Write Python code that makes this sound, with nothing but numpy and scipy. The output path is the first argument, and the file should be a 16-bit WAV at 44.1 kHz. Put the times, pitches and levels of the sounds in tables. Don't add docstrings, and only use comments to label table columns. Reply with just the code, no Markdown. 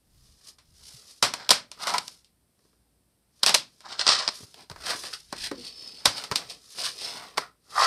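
import sys
import numpy as np
from scipy import signal
from scipy.fft import rfft, irfft, next_fast_len
from scipy.io import wavfile
from scipy.ndimage import map_coordinates

SR = 44100
rng = np.random.default_rng(int(sys.argv[2]) if len(sys.argv) > 2 else 0)


def transcribe(u):
    v = np.clip(np.atleast_2d(u).T, -1, 1)
    q = np.round(v * 32767).astype(np.int16)
    wavfile.write(sys.argv[1], SR, q)


N = 346626
LEAD_S = 0.004
POWER_FLOOR = 1e-14


def amp(db):
    return 10 ** (np.asarray(db) / 20)


def decibels(power):
    return 10 * np.log10(power + POWER_FLOOR)


def unit(x):
    return x / np.sqrt(np.mean(x ** 2) + 1e-20)


def unit_energy(x):
    return x / (np.linalg.norm(x) + 1e-20)


def along(points, hz):
    f, v = np.transpose(points)
    return np.interp(np.log(hz + 1), np.log(f + 1), v)


def add(track, s, x):
    start = max(0, round(s * SR))
    track[start:start + len(x)] += x[:len(track) - start]


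def wobble(rate):
    knots = rng.standard_normal(int(N * rate / SR) + 4)
    return map_coordinates(knots, [np.arange(N) * rate / SR])


# (frequency [Hz], width [Hz], relative level [dB])
SHELL_MODES = [(603, 120, -5), (1016, 150, -1), (1985, 270, -4.5), (4230, 210, -5), (4650, 200, -5),
               (5090, 210, -5), (8360, 160, -0.5)]


def response(colour, ring_db, size=4096):
    hz = np.fft.rfftfreq(size, 1 / SR)
    peaks = sum(amp(db + ring_db) / (1 + (2 * (hz - f) / width) ** 2) for f, width, db in SHELL_MODES)
    cepstrum = irfft(np.log(amp(along(colour, hz)) * (1 + peaks)))
    cepstrum[1:size // 2] *= 2
    cepstrum[size // 2 + 1:] = 0
    return unit_energy(irfft(np.exp(rfft(cepstrum))))


def resonance(x, hz, width_hz, gain_db):
    ringing = signal.lfilter(*signal.iirpeak(hz, hz / width_hz, SR), x)
    return (amp(gain_db) - 1) * ringing


# (frequency [Hz], time to fall by 60 dB [s])
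ROOM_DECAY = [(120, 0.59), (500, 0.18), (1500, 0.23), (7000, 0.185), (14000, 0.15)]


def room_tail(build_s=0.0035):
    hz, t, z = signal.stft(rng.standard_normal(SR // 3), SR, nperseg=256)
    decay = amp(-60 * t / along(ROOM_DECAY, hz)[:, None])
    tail = signal.istft(z * decay, SR, nperseg=256)[1]
    build_up = 1 - np.exp(-(np.arange(len(tail)) / SR / build_s) ** 2)
    return unit_energy(tail * build_up)


def burst(body, t60, chatter_db, lead_db=-17):
    t = np.arange(SR // 8) / SR - LEAD_S
    knots = t[::SR // 1000]
    chatter = amp(chatter_db * np.interp(t, knots, rng.standard_normal(len(knots))))
    envelope_db = np.where(t < 0, lead_db * (1 - t / LEAD_S), -60 * t / t60)
    force = rng.standard_normal(len(t)) * chatter * amp(envelope_db)
    force[round(LEAD_S * SR)] += np.linalg.norm(force) / 2
    return unit_energy(signal.fftconvolve(force, body))


def stroke(peak, rise, fall, swing_db=20, curve=1.22):
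    out = np.zeros(N)
    start = max(0, peak - 3 * rise)
    t = np.arange(start, peak + 3 * fall, 1 / SR) - peak
    distance = np.maximum(-t / rise, t / fall) ** curve
    add(out, start, amp(-swing_db * distance) ** 2)
    return out


def strokes(rows):
    return sum(amp(db) ** 2 * stroke(*shape) for *shape, db in rows) + POWER_FLOOR


def friction(level_db, body, slips, smooth_db, room_db):
    slip_times = rng.random(N) < slips / SR
    slip_sizes = amp(3.6 * np.minimum(rng.standard_normal(N), 2))
    grains = slip_times * rng.choice([-1, 1], N) * slip_sizes
    hiss = amp(smooth_db) * rng.standard_normal(N)
    judder = amp(1.3 * wobble(35) + 2.2 * wobble(160))
    force = unit((unit(grains) + hiss) * judder)
    direct = signal.fftconvolve(force * amp(level_db), body)[:N]
    return direct + amp(room_db) * signal.fftconvolve(direct, room_tail())[:N]


# (time [s], relative level [dB], hollow clack re the snap [dB], room re each part [dB])
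CATCH_SNAPS = [(0.585, -54, -6.5, 0.5), (1.227, -14.5, -4, 0.5), (1.338, -25.5, -4, -8.5),
               (1.492, -16.5, -9.5, -9.5), (1.506, -11, -8, -2), (1.509, -11.5, -14, -9),
               (1.515, -17, -4, -7.5), (1.716, -37, -10.5, -5.5), (1.871, -26, -5.5, 2),
               (1.939, -28.5, -0.5, 1.5), (1.982, -20.5, -10, -14), (2.08, -33.5, -18, -11.5),
               (2.246, -56.5, -24, -2), (3.433, -13, -10.5, -12), (3.463, -14, -10.5, 0),
               (3.493, -19, -3, -4.5), (3.543, -13.5, -10.5, -13), (3.547, -10.5, -12.5, -6.5),
               (3.806, -49.5, -6.5, -1), (5.139, -43, -19, 2), (6.056, -10, -6.5, -5.5),
               (6.239, -32.5, -12, -3), (6.358, -17, -15, -6.5), (7.374, -30.5, -1, -5),
               (7.379, -23, 5, -17.5)]
# (time [s], relative level [dB], hollow clack re the jolt [dB], room re each part [dB])
EDGE_JOLTS = [(3.994, -22.5, -10, -12), (4.067, -16, -7.5, -22), (4.078, -15, -13, -9),
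              (4.09, -14.5, -7.5, -13), (4.278, -17.5, -11, -18), (4.288, -23, -7, -15)]
# (time [s], relative knock level [dB], nail's snap re the knock [dB], hollow clack re the knock [dB])
FINGER_TAPS = [(2.591, -70, -1, -1), (2.651, -61, -12, -7.5), (2.73, -70, -4, 1), (4.406, -46, -7, -14),
               (4.432, -52.5, -5, -4), (4.543, -66, 20, 13), (4.699, -54.5, 15, 12.5),
               (4.714, -46.5, 4.5, 5), (4.761, -55, 4.5, 13.5), (4.949, -41, -4, -6), (5.037, -46, 10, 7.5),
               (5.327, -35.5, 2.5, 5.5), (5.514, -29.5, -9.5, -4), (6.314, -30.5, 1.5, 4),
               (6.321, -33.5, 4, 4), (6.784, -50.5, 4, 9.5)]
# (frequency [Hz], relative level [dB])
RIM_COLOUR = [(1200, -42), (2300, -6.5), (4000, 2), (5400, 2.5), (6800, -8.5), (8600, -6), (12500, -17.5),
              (15500, -41)]
# (frequency [Hz], relative level [dB])
CLACK_COLOUR = [(40, -46), (250, -30), (560, 0), (1400, 2.5), (2300, -7.5), (4000, -38)]
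# (frequency [Hz], relative level [dB])
KNOCK_COLOUR = [(25, -38.5), (110, -1.5), (300, 5), (430, 4.5), (850, -36.5)]


def clicks(snap_t60=0.022, clack_t60=0.047, knock_t60=0.02, gain_db=23.5):
    snap_knock_db, tap_room_db = -14.5, -8.5
    out = np.zeros(N)
    rim, edge = response(RIM_COLOUR, ring_db=-9.5), response(GRIT_COLOUR, ring_db=-3)
    shell, panel = response(CLACK_COLOUR, ring_db=0.0), response(KNOCK_COLOUR, ring_db=-5.5)
    # time, hard body, its snap, clack and knock in dB, room in dB
    contacts = []
    for rows, hard in ((CATCH_SNAPS, rim), (EDGE_JOLTS, edge)):
        for s, db, hollow, room_db in rows:
            contacts.append((s, hard, db, db + hollow, db + hollow + snap_knock_db, room_db))
    for s, db, nail, clack in FINGER_TAPS:
        contacts.append((s, rim, db + nail, db + clack, db, tap_room_db))
    for s, hard, *part_db, room_db in contacts:
        tail = room_tail()
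        for db, body, t60 in zip(part_db, (hard, shell, panel), (snap_t60, clack_t60, knock_t60)):
            add(out, s - LEAD_S, amp(db + gain_db) * burst(body, t60, chatter_db=5.5))
            answer = unit_energy(signal.fftconvolve(tail, body))
            add(out, s, amp(db + gain_db + room_db) * answer)
    return out


# (peak [s], rise [s], fall [s], relative hiss [dB], squeal at the peak [Hz], relative squeal [dB])
SQUEAK_STROKES = [(5.65, 0.14, 0.14, -44, 5180, -51), (5.83, 0.17, 0.35, -46.5, 5200, -44),
                  (6.0, 0.05, 0.26, -53.5, 5100, -53), (6.17, 0.15, 0.065, -42, 5020, -41),
                  (7.06, 0.078, 0.1, -51, 5300, -37)]
# (peak [s], rise [s], fall [s], relative scrape [dB], relative hiss [dB], ring [Hz],
# ring gain [dB])
FIRM_RUBS = [(1.835, 0.051, 0.032, -42, -34.5, 1210, 16.5), (1.892, 0.064, 0.058, -38, -32.5, 1130, 18),
             (1.948, 0.056, 0.045, -34, -35.5, 1020, 14.5), (4.61, 0.081, 0.057, -57, -49, 1010, 7),
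             (4.909, 0.081, 0.052, -31, -26.5, 1510, 8.5), (5.075, 0.074, 0.045, -45, -38.5, 1580, 7),
             (5.136, 0.013, 0.025, -60, -32.5, 1500, 27.5), (5.47, 0.12, 0.028, -51.5, -30, 1830, 17.5),
             (6.2, 0.17, 0.12, -44.5, -42, 1290, 4.5), (6.39, 0.04, 0.11, -47.5, -43.5, 900, 1),
             (6.505, 0.042, 0.078, -51, -40.5, 1370, -8), (6.804, 0.043, 0.11, -50.5, -32, 676, 10),
             (6.863, 0.091, 0.062, -49.5, -29, 1500, 19), (7.065, 0.13, 0.11, -47, -34, 460, 8.5),
             (7.17, 0.21, 0.19, -46, -43, 1050, 6.5), (7.38, 0.014, 0.072, -39, -36.5, 1330, 13)]
# (frequency [Hz], relative level [dB])
SLEEVE_COLOUR = [(1300, -32), (2500, -7.5), (4000, -2.5), (5100, 0), (6300, -10), (7600, -17), (8400, -8.5),
                 (10500, -17), (14500, -32.5)]
# (frequency [Hz], relative level [dB])
SCUFF_COLOUR = [(40, -49), (250, -7.5), (520, -5.5), (750, 1), (1050, -1), (1600, -3), (2400, -4.5),
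                (4000, -27)]
# (frequency [Hz], width [Hz], gain [dB])
SEAM_RESONANCE = (4490, 100, 11)


def rubbing(squeak_scrape_db=-14, ring_q=5.26):
    squeaks = strokes([row[:4] for row in SQUEAK_STROKES])
    rubs = [(stroke(s, rise, fall), *rest) for s, rise, fall, *rest in FIRM_RUBS]
    hiss_power = squeaks + sum(amp(db) ** 2 * swell for swell, _, db, _, _ in rubs)
    scrape_power = amp(squeak_scrape_db) ** 2 * squeaks
    scrape_power = scrape_power + sum(amp(db) ** 2 * swell for swell, db, _, _, _ in rubs)
    sleeve_body, shell_body = response(SLEEVE_COLOUR, ring_db=-10.5), response(SCUFF_COLOUR, ring_db=-4.0)
    sleeve = friction(decibels(hiss_power), sleeve_body, slips=450, smooth_db=1.5, room_db=-10.5)
    shell = friction(decibels(scrape_power), shell_body, slips=260, smooth_db=3.5, room_db=-8.0)
    shell = shell + flexing(scrape_power)
    rings = np.zeros(N)
    for swell, db, _, hz, ring_db in rubs:
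        share = swell * amp(db) ** 2 / scrape_power
        rings += resonance(shell * share, hz, hz / ring_q, ring_db)
    seam = resonance(sleeve * squeaks / hiss_power, *SEAM_RESONANCE)
    return sleeve + shell + rings + seam


def squealing(width_rate=220, sag_hz_per_s=700):
    out, t = np.zeros(N), np.arange(N) / SR
    roughness = wobble(width_rate) + 1j * wobble(width_rate)
    for s, rise, fall, _, hz, db in SQUEAK_STROKES:
        phase = 2 * np.pi * np.cumsum(hz - sag_hz_per_s * (t - s)) / SR
        swell = np.sqrt(stroke(s, rise, fall))
        out += amp(db) * swell * np.real(roughness * np.exp(1j * phase))
    return out


# (peak [s], rise [s], fall [s], relative scrape [dB], relative grit [dB], hollow ring gain [dB])
DESK_DRAGS = [(1.41, 0.095, 0.11, -42.5, -45, 0.5), (3.485, 0.044, 0.049, -31, -24.5, -1),
              (3.859, 0.024, 0.039, -47.5, -48.5, 12.5), (3.924, 0.066, 0.056, -42, -37.5, 8),
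              (4.008, 0.023, 0.03, -28, -24.5, 0.5), (4.108, 0.064, 0.17, -27, -20.5, 4),
              (7.787, 0.047, 0.16, -28.5, -40, 14), (7.845, 0.088, 0.11, -28.5, -24, 8.5)]
# (frequency [Hz], relative level [dB])
GRIT_COLOUR = [(1300, -29), (2500, -7), (4000, 0), (5200, 2.5), (6500, -12), (8400, -12.5), (10000, -22),
               (13000, -57)]
# (frequency [Hz], relative level [dB])
SCRAPE_COLOUR = [(40, -46), (250, -22), (500, -6.5), (1200, 3.5), (1650, 1), (2300, -6), (4000, -40)]
# (frequency [Hz], width [Hz], gain re the hollow ring [dB])
LYING_CASE_MODES = [(820, 67, -2), (1030, 110, -5), (1176, 170, -3)]


def dragging():
    drags = [(stroke(s, rise, fall), *rest) for s, rise, fall, *rest in DESK_DRAGS]
    grit_power = sum(amp(db) ** 2 * swell for swell, _, db, _ in drags)
    scrape_power = sum(amp(db) ** 2 * swell for swell, db, _, _ in drags) + POWER_FLOOR
    hollow_db = sum(ring_db * amp(db) ** 2 * swell for swell, db, _, ring_db in drags) / scrape_power
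    grit_body, scrape_body = response(GRIT_COLOUR, ring_db=-11.0), response(SCRAPE_COLOUR, ring_db=-1.5)
    grit = friction(decibels(grit_power), grit_body, slips=460, smooth_db=3.5, room_db=-8.5)
    scrape = friction(decibels(scrape_power), scrape_body, slips=250, smooth_db=2.0, room_db=-9.0)
    hollow = sum(resonance(scrape, hz, width, hollow_db + db) for hz, width, db in LYING_CASE_MODES)
    return grit + scrape + hollow + flexing(scrape_power, flex_db=-40.5)


# (peak [s], rise [s], fall [s], relative hiss level [dB])
LIGHT_SLIDES = [(0.29, 0.24, 0.22, -60.5), (0.485, 0.095, 0.057, -46.5), (0.89, 0.2, 0.5, -49),
                (1.11, 0.1, 0.055, -53), (2.08, 0.15, 0.13, -47.5), (2.65, 0.12, 0.19, -70.5),
                (3.39, 0.093, .06, -63), (3.77, 0.35, 0.19, -63.5), (4.35, 0.07, 0.22, -44),
                (4.98, 0.19, 0.27, -40.5), (6.84, 0.28, 0.26, -42.5), (7.81, .1, 0.27, -33.5)]
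# (frequency [Hz], relative level [dB])
BRUSH_COLOUR = [(700, -40), (2400, -14.5), (3600, -7), (5100, -0.5), (6500, -7), (7500, -11), (9000, -7),
                (11500, -13), (15500, -35)]


def sliding(scrape_db=-17):
    level_db = decibels(strokes(LIGHT_SLIDES))
    shell_db = level_db + scrape_db
    brush_body, shell_body = response(BRUSH_COLOUR, ring_db=-15), response(SCRAPE_COLOUR, ring_db=-3.0)
    brush = friction(level_db, brush_body, slips=300, smooth_db=18.0, room_db=-16.0)
    shell = friction(shell_db, shell_body, slips=140, smooth_db=5, room_db=-8.5)
    return brush + shell + flexing(amp(shell_db) ** 2, flex_db=-41.5)


# (frequency [Hz], relative level [dB])
FLEX_COLOUR = [(25, -30), (100, -1.5), (250, 4), (420, 8), (850, -21)]


def flexing(scrape_power, flex_db=-35.0, flex_growth=0.41, rest_db=-72):
    scrape_db = decibels(scrape_power)
    level_db = flex_db + flex_growth * scrape_db
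    body = response(FLEX_COLOUR, ring_db=-4.5)
    flex = friction(level_db, body, slips=140, smooth_db=6.5, room_db=-11.5)
    return flex * np.clip(amp(scrape_db - rest_db), 0, 1)


def desk_bounce(x, delay_s=0.001413, drift=0.099):
    dull = signal.sosfilt(signal.butter(1, 2200, fs=SR, output="sos"), x)
    delay = SR * delay_s * (1 + drift * wobble(4.6))
    echo = map_coordinates(dull, [np.arange(N) - delay])
    return .96 * (x + .4 * echo)


# (time [s], relative level [dB], starting pitch [Hz], attack time constant [s])
PANEL_THUMPS = [(5.515, -28, 282, 0.0017), (5.575, -28.5, 252, 0.0088)]
# (multiple of the pitch, relative level [dB])
THUMP_MODES = [(1, -6), (1.4, -10.5), (1.95, -8.5)]


def thumps(t60=0.14, sag_hz_per_s=230, rattle_db=3.5):
    out, t = np.zeros(N), np.arange(SR // 3) / SR
    for s, db, hz, attack in PANEL_THUMPS:
        phase = 2 * np.pi * np.cumsum(hz - sag_hz_per_s * t) / SR
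        ring = np.zeros(len(t))
        for multiple, mode_db in THUMP_MODES:
            rattle = rattle_db * wobble(160)[:len(t)]
            ring += amp(mode_db + rattle) * np.sin(multiple * phase)
        add(out, s, amp(db - 60 * t / t60) * (1 - np.exp(-t / attack)) * ring)
    return out


# (time [s], relative level [dB])
SOFT_BUMPS = [(0.153, -64.5), (0.94, -51.5), (1.241, -44), (1.505, -55), (4.429, -48), (4.707, -44),
              (6.072, -38.5), (6.308, -40.5)]
# (frequency [Hz], relative level [dB])
THUD_COLOUR = [(20, -25.5), (58, -3.5), (110, 2.5), (170, -7), (400, -42.5)]


def bumps(t60=0.081, gain_db=29):
    out, desk = np.zeros(N), response(THUD_COLOUR, ring_db=-11.5)
    for s, db in SOFT_BUMPS:
        add(out, s - LEAD_S, amp(db + gain_db) * burst(desk, t60, chatter_db=1.0))
    return out


# (peak [s], rise [s], fall [s], relative level [dB])
AIR_SWINGS = [(0.15, 0.14, 0.24, -58.5), (0.8, 0.34, 0.16, -62), (4.75, 0.066, 0.33, -58),
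              (5.45, 0.37, 0.34, -61.5)]
# (frequency [Hz], relative level [dB])
RUMBLE_COLOUR = [(20, -8.5), (50, 5.5), (150, -7), (450, -33.5)]


def swings():
    body = response(RUMBLE_COLOUR, ring_db=-13)
    return friction(decibels(strokes(AIR_SWINGS)), body, slips=27, smooth_db=8.0, room_db=-6.5)


# (frequency [Hz], relative level [dB])
QUIET_COLOUR = [(25, -24), (70, -7), (250, -12.5), (550, -20), (1200, -27), (3000, -31), (5000, -27.5),
                (7000, -35.5), (8500, -24.5), (13000, -31), (15500, -37)]


def room_tone(hum_hz=57, hum_db=-78, hiss_db=-70.5):
    colour = amp(along(QUIET_COLOUR, np.fft.rfftfreq(N, 1 / SR)))
    hiss = irfft(rfft(rng.standard_normal(N)) * colour, N)
    phase = 2 * np.pi * hum_hz * np.arange(N) / SR + .6 * wobble(4.1)
    hum = np.sin(phase) * amp(3.5 * wobble(4.6))
    return amp(hiss_db) * unit(hiss) + amp(hum_db) * unit(hum)


def scene():
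    handling = desk_bounce(rubbing() + dragging() + sliding())
    mix = clicks() + handling + squealing() + thumps() + bumps() + swings() + room_tone()
    return mix[None]


def record(dry, top_hz=15300):
    size = next_fast_len(N + SR // 2)
    passed = 1 / (1 + (np.fft.rfftfreq(size, 1 / SR) / top_hz) ** 60)
    return irfft(rfft(np.clip(dry, -1, 1), size) * passed, size)[:, :N]


dry = scene()
out = record(dry)
transcribe(out)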